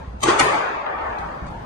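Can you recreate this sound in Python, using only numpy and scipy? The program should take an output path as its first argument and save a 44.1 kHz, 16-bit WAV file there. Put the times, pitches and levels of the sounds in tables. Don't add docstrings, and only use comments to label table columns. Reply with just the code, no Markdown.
import sys
import numpy as np
from scipy import signal
from scipy.fft import rfft, irfft, next_fast_len
from scipy.io import wavfile
from scipy.ndimage import uniform_filter1d, minimum_filter1d

SR = 44100
rng = np.random.default_rng(int(sys.argv[2]) if len(sys.argv) > 2 else 0)


def waveform_to_disk(signal):
    frames = np.transpose(np.atleast_2d(signal))
    scaled = np.clip(frames, -1, 1) * 32767
    samples = np.round(scaled).astype(np.int16)
    wavfile.write(sys.argv[1], SR, samples)


def field_ratio(decibels):
    return 10 ** (np.asarray(decibels, dtype=float) / 20)


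N = 72765

# [t/s, level/dB, cluster t60/s, hall level/dB, left over right/dB]
RACKET_HITS = [
    (.233, -16.5, 0.025, -21, 6),
]
SLAPS = [
    (.285, -18, 0.19, -22, 0.5),
    (.304, -43.5, 0.23, -38.5, 31),
]
WALL_HITS = [
    (.398, -12.5, 0.022, -21, 0.65),
]
WALL_RINGS = [
    (.407, -11.5, 0.095, -26.5, 0.49),
]
BOUNCES = [
    (.49, -23, 0.12, -31, 1),
    (.545, -22.5, 0.31, -60, 1.8),
    (.615, -44, 0.082, -51, 1),
    (.865, -32, 0.072, -30, 3.2),
    (.99, -30, 0.31, -32, 0.8),
    (1.1, -35.5, 0.73, -36.5, 0.81),
]
SCUFFS = [
    (.799, -69, 0.074, -56, 3.8),
    (.9, -63, .08, -59.5, 2),
    (1.005, -71, 0.089, -56, 2.3),
    (1.042, -67, 0.081, -55, 3),
    (1.186, -46.5, 0.02, -48, 3.3),
    (1.468, -48.5, 0.18, -58, 2.5),
    (1.58, -70, 0.17, -68, 3),
]
# racket, slap, wall, ring, bounce, scuff [rise/s]
RISES = [0.00067, 0.015, 0.003, 0.0046, 0.016, 0.0023]
# [t/s, level/dB, t60/s, knock level/dB]
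STEPS = [(0.0, -37.5, 0.89, -3.5), (0.075, -28.5, 0.48, -12), (.135, -31, 0.52, -5),
         (0.232, -38.5, 0.74, 8), (.4, -41, 0.95, 8.5), (.53, -43.5, 0.45, -1), (.65, -53, 0.18, -17),
         (.76, -42.5, .3, -24), (0.929, -39.5, 0.79, -4.5), (1.03, -36.5, 0.83, -32),
         (1.09, -32, 0.23, -23), (1.189, -39, 0.99, -0.5), (1.249, -40, 0.33, 5.5), (1.31, -46, 0.57, 3),
         (1.417, -32.5, 0.76, 0.5), (1.492, -33.5, 0.62, -1), (1.549, -32, 0.28, -18),
         (1.61, -42, 0.24, 5.5)]
# [t/s, f/Hz, level/dB, t60/s, lead of the left/rad]
PANELS = [(.236, 6500, -17, 0.067, 2.14), (0.223, 1150, -21, 0.078, 0.74), (.237, 1161, -13, 0.075, 1),
          (.244, 348, -15, 0.11, .2), (.272, 356.7, -11, 0.11, 0.24), (.284, 351.4, -1, 0.052, 0.22),
          (.287, 1050, -8.5, 0.057, 1.1), (0.297, 1107, -17.5, 0.084, 0.68),
          (.306, 433, -15.5, 0.087, 0.23), (.333, 380, -17, .05, .2), (0.336, 1254, -17, 0.088, 0.67),
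          (0.345, 328, -18.5, 0.061, 0.23), (.36, 401, -13, 0.064, 0.22), (.392, 1230, -10, 0.051, .8),
          (.394, 880, -17, 0.089, 1.1), (.401, 271, -13.5, 0.094, 0.14), (.404, 1882, -9.5, 0.055, 0.56),
          (.405, 2397, -18.5, 0.065, 0.91), (.408, 1510, -15, 0.06, 0.69), (.403, 2113, -8, 0.039, .8),
          (0.401, 3420, -17.5, 0.068, 0.74), (0.419, 1027, -14.5, 0.077, 1.5),
          (0.419, 148, -30.5, 0.17, 0.086), (.452, 642, -9, 0.036, .5), (.462, 415, -12, 0.057, 0.31),
          (.494, 1150, -19, 0.091, .8), (1.005, 4250, -49, .05, 0.72), (1.18, 783, -28, 0.13, 1.2),
          (1.185, 3930, -36, 0.021, 0.74), (1.186, 4700, -49, .02, .8), (1.187, 6500, -49, .02, .8)]
# [f/Hz, level per Hz/dB]
RACKET_TONE = [(88, -48.5), (150, -4.5), (650, -5), (1170, -3.5), (1790, -12), (3170, -11.5), (5530, -17.5),
               (6530, -6.5), (7430, -23), (10000, -23.5), (12000, -21), (13000, -38), (16200, -84),
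               (22000, -120)]
SLAP_TONE = [(88, -77.5), (150, -32.5), (371, -5.5), (558, -13.5), (1090, -1.5), (1760, -10), (8160, -25),
             (9460, -26.5), (12500, -136), (16200, -166), (22000, -120)]
WALL_TONE = [(88, -49), (150, -9.5), (1130, -6), (2200, -6), (3170, -11.5), (4950, -13.5), (5530, -14.5),
             (8620, -11.5), (10200, -15), (10800, -50), (11600, -48), (12500, -82), (16200, -99),
             (22000, -120)]
RING_TONE = [(88, -59.5), (150, -15), (919, 0), (1630, -15.5), (1930, -3), (3750, -21.5), (9630, -22.5),
             (11000, -60.5), (12500, -92), (16200, -128), (22000, -120)]
BOUNCE_TONE = [(150, -10.5), (350, -8), (800, 4), (1400, -1.5), (2200, -8.5), (3200, -16.5), (4500, -31.5),
               (12000, -76.5)]
SCUFF_TONE = [(500, -31), (2000, 1.5), (4000, 4), (6500, 0), (9000, -3.5), (12500, 0.5)]
AIR_TONE = [(18, -36), (30, -16.5), (69, -16.5), (256, -17), (306, -20), (905, -18.5), (2550, -36.5),
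            (8770, -55), (12500, -45), (16200, -109), (22000, -120)]
# [f/Hz, width/Hz, gain/dB]
RACKET_MODES = [(6500, 590, -4.5), (8150, 760, 16.5), (1150, 150, -1.5), (2850, 1500, 2.5)]
SLAP_MODES = [(342, 150, 1), (1040, 50, -1.6), (450, 37, 0.93)]
RING_MODES = [(2110, 81, 3.2), (1040, 650, 0.19), (1480, 320, -1)]
PORT_NOTCHES = [(5580, 355, -8), (7380, 270, -12), (10600, 95, -1.5)]
# [f/Hz, t60/s, level/dB, left-right likeness (-1 to 1), left over right/dB]
HALL = [(30, 1.2, -15, 0.85, -4), (60, 1.2, -5, 0.94, -4), (186, 2.1, -12, 0.74, -0.5),
        (375, 1.61, 3.5, 0.45, 0), (743, 2.43, 2.5, -0.25, 2), (1526, 2.3, 1, 0.087, 3),
        (2250, 1.54, -1, -0.15, 3), (3260, 1.35, -5.5, -0.15, 2.5), (6120, 0.8, -5.5, 0.099, 8.5),
        (10600, 0.38, -3, -0.27, -2.5)]
# [t/s, level/dB]
AIR_LEVEL = [
    (.25, -3.5),
    (.7, -3),
    (.88, -3),
    (1.2, 2),
]
# [t/s, f/Hz, level/dB, length/s, left over right/dB]
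BIRDIES = [
    (.408, 11140, -45.5, 0.022, 8),
    (0.445, 11560, -52, 0.013, 6),
    (.548, 11570, -63, 0.02, 8),
]

SIZE = next_fast_len(N + 8192, True)
HZ = np.maximum(np.arange(SIZE // 2 + 1) * SR / SIZE, 1)
T = np.arange(N) / SR


def unit(x):
    return x / np.sqrt(np.mean(x ** 2))


def read(table, hz, axis=1):
    table = np.array(table)
    return np.interp(np.log(hz), np.log(table[:, 0]), table[:, axis])


def bumps(modes):
    return sum(db / (1 + (2 * (HZ - hz) / width_hz) ** 2) for hz, width_hz, db in modes)


def colour(x, db):
    gain = field_ratio(db)
    gain = gain / np.sqrt(np.mean(gain ** 2))
    return irfft(rfft(x, SIZE) * gain, SIZE)[..., :N]


def pan(db):
    return field_ratio(np.array([[db], [-db]]) / 2)


def pair(a, b):
    likeness = np.clip(read(HALL, HZ, axis=3), -.999, .999)
    balance = field_ratio(read(HALL, HZ, axis=4) / 2)
    mid = rfft(a, SIZE) * np.sqrt((1 + likeness) / 2)
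    side = rfft(b, SIZE) * np.sqrt((1 - likeness) / 2)
    return irfft(np.array([(mid + side) * balance, (mid - side) / balance]), SIZE)[:, :N]


def noise_pair():
    return pair(*rng.standard_normal((2, N)))


def echoes():
    echoes_per_s, scatter_db = 9000, 3.5
    happens = rng.random((2, N)) < echoes_per_s / SR
    sign = rng.choice([-1, 1], (2, N))
    return unit(happens * sign * field_ratio(scatter_db * rng.exponential(size=(2, N))))


def hall_bands():
    out = []
    for hz in 45 * 2 ** np.arange(0, 8.6, .5):
        window = np.cos(np.clip(np.log2(HZ / hz) * np.pi, -np.pi / 2, np.pi / 2))
        out.append((window, read(HALL, hz), read(HALL, hz, axis=2)))
    return out


def near_reflections(hits, rise_s):
    lead_db, lead_s = -10.5, 0.0094
    crack_db, crack_s, hold_s = -4.5, 0.0019, 0.0051
    clicks, level = pair(*echoes()), 0
    for s, level_db, t60, _, pan_db in hits:
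        d = T - s
        before, after = np.minimum(d, 0), np.maximum(d, 0)
        swell = np.exp(before / rise_s) + field_ratio(lead_db) * np.exp(before / lead_s)
        fade = field_ratio(-60 * np.maximum(d - hold_s, 0) / max(t60, .01))
        fade = fade + field_ratio(crack_db) * np.exp(-after / crack_s)
        level = level + field_ratio(level_db) * np.where(d > 0, fade, swell) * pan(pan_db)
    return level * clicks


def hall_tail(hits, bands):
    fill_s = 0.0082
    spectrum, far = rfft(noise_pair(), SIZE), 0
    late = np.array([np.maximum(T - row[0], 0) for row in hits])
    power = field_ratio(2 * np.array(hits)[:, 3:4]) * (1 - np.exp(-late / fill_s))
    for window, t60, hall_db in bands:
        env = np.sqrt(np.sum(power * field_ratio(-120 * late / max(t60, .05)), axis=0))
        far = far + field_ratio(hall_db) * env * irfft(spectrum * window, SIZE)[:, :N]
    return far


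def blows(hits, db, rise_s, bands):
    low_cut_db = -10 * np.log10(1 + (200 / HZ) ** 8)
    return colour(near_reflections(hits, rise_s) + hall_tail(hits, bands), db + low_cut_db)


def racket(bands):
    return blows(RACKET_HITS, read(RACKET_TONE, HZ) + bumps(RACKET_MODES), RISES[0], bands)


def slap(bands):
    return blows(SLAPS, read(SLAP_TONE, HZ) + bumps(SLAP_MODES), RISES[1], bands)


def wall_hit(bands):
    return blows(WALL_HITS, read(WALL_TONE, HZ), RISES[2], bands)


def wall_ring(bands):
    return blows(WALL_RINGS, read(RING_TONE, HZ) + bumps(RING_MODES), RISES[3], bands)


def bounces(bands):
    return blows(BOUNCES, read(BOUNCE_TONE, HZ), RISES[4], bands)


def scuffs(bands):
    return blows(SCUFFS, read(SCUFF_TONE, HZ), RISES[5], bands)


def panels():
    rise_s, wobble_db = 0.0025, 0.5
    out = 0
    for s, hz, level_db, t60, lead in PANELS:
        d = np.maximum(T - s, 0)
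        wobble = unit(uniform_filter1d(rng.standard_normal((2, N)), size=300))
        env = field_ratio(level_db - 60 * d / t60 + wobble_db * wobble) * (1 - np.exp(-d / rise_s))
        out = out + env * np.sin(2 * np.pi * hz * d + np.array([[lead], [0]]))
    return out


def floor_note(hz, width_hz):
    x = unit(colour(noise_pair(), -20 * np.log10(1 + (2 * (HZ - hz) / width_hz) ** 2)))
    return unit(x / np.sqrt(uniform_filter1d(np.mean(x ** 2, axis=0), size=900) + 0.073))


def steps():
    boom, knock = floor_note(62.3, 25.5), floor_note(138.4, 151)
    s, level_db, t60, knock_db = np.array(STEPS).T[:, :, None]
    d = np.maximum(T - s, 0)
    env = field_ratio(level_db - 60 * d / t60) * (1 - np.exp(-d / 0.0015))
    boom_level = np.sqrt(np.sum(env ** 2, axis=0))
    knock_level = np.sqrt(np.sum((env * field_ratio(knock_db)) ** 2, axis=0))
    return boom_level * boom + knock_level * knock


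def air():
    opening_db, opening_s = 5.5, 0.088
    level_db = -39 + np.interp(T, *np.array(AIR_LEVEL).T) + opening_db * np.exp(-T / opening_s)
    return field_ratio(level_db) * unit(colour(noise_pair(), read(AIR_TONE, HZ)))


def thin(x):
    blotch_db, patch_db, patch_under_db, patch_from_hz = 3.5, -22, -4, 900
    squelch_hz, squelch_db, squelch_scatter_db, edge_wander_hz = 8990, -15, 2, 920
    chirp_hz, chirp_share, chirp_under_db = 11530, .3, -72
    noise_db, side_cut_hz, top_hz = -93, 125, 12700
    shape = dict(window="cosine", nperseg=2048, noverlap=1024)
    hz, t, z = signal.stft(np.array([x[0] + x[1], x[0] - x[1]]) / 2, SR, **shape)
    column = hz[:, None]

    blotch = uniform_filter1d(rng.standard_normal(z.shape), size=4, axis=1)
    blotch = unit(uniform_filter1d(blotch, size=3, axis=2))
    blotch = blotch - uniform_filter1d(blotch, size=15, axis=2)
    z = z * field_ratio(blotch_db * blotch * np.clip(column / patch_from_hz, 0, 1) - blotch_db ** 2 / 12.5)

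    power = np.abs(z) ** 2
    band = uniform_filter1d(uniform_filter1d(power, size=6, axis=1), size=2, axis=2)
    wide = uniform_filter1d(power, size=41, axis=1)
    chance = rng.random((len(hz) // 24 + 1, len(t))).repeat(24, axis=0)[:len(hz)]

    mask = np.mean(power[:, (hz > 300) & (hz < 8000)], axis=(0, 1)) * field_ratio(2 * squelch_db)
    slope = np.clip((column - squelch_hz) / 1500, 0, 1)
    mask = np.minimum(mask, field_ratio(2 * noise_db) + mask * slope) * field_ratio(2 * squelch_scatter_db * chance)
    near_chirp = np.abs(np.abs(column - chirp_hz) - 170) < 70
    spared = near_chirp & (chance < chirp_share) & (mask < field_ratio(2 * chirp_under_db))
    loud = uniform_filter1d(power.mean(axis=0), size=24, axis=0) > mask
    below_edge = column < squelch_hz + edge_wander_hz * chance[0] ** 2
    keep = (loud | below_edge | spared) & (column < top_hz)

    valley = (band < wide * field_ratio(2 * patch_under_db)) & (column > patch_from_hz)
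    patch = np.where(valley, field_ratio(patch_db), 1)
    side_gain = 1 / (1 + (side_cut_hz / np.maximum(hz, 1)) ** 3)
    narrow = np.array([np.ones(len(hz)), side_gain])[:, :, None]
    mid, side = signal.istft(z * keep * patch * narrow, SR, **shape)[1][:, :N]
    return np.array([mid + side, mid - side])


def limit(x):
    ceiling = .86
    gain = ceiling / np.maximum(np.abs(x).max(axis=0), ceiling)
    gain = minimum_filter1d(gain, size=121)
    return x * uniform_filter1d(uniform_filter1d(gain, size=60), size=60)


def birdies():
    out = 0
    for s, hz, level_db, length, pan_db in BIRDIES:
        env = np.exp(-((T - s) / length) ** 4)
        out = out + field_ratio(level_db) * pan(pan_db) * env * np.sin(2 * np.pi * hz * T)
    return out


def scene():
    bands = hall_bands()
    ball = racket(bands) + slap(bands) + wall_hit(bands) + wall_ring(bands) + bounces(bands)
    return ball + scuffs(bands) + panels() + steps() + air()


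def top_cut(x):
    return signal.sosfilt(signal.butter(12, 12630, fs=SR, output="sos"), x)


def record(dry):
    x = colour(dry, bumps(PORT_NOTCHES))
    x = limit(thin(x)) + birdies()
    return top_cut(x)


dry = scene()
out = record(dry)
waveform_to_disk(out)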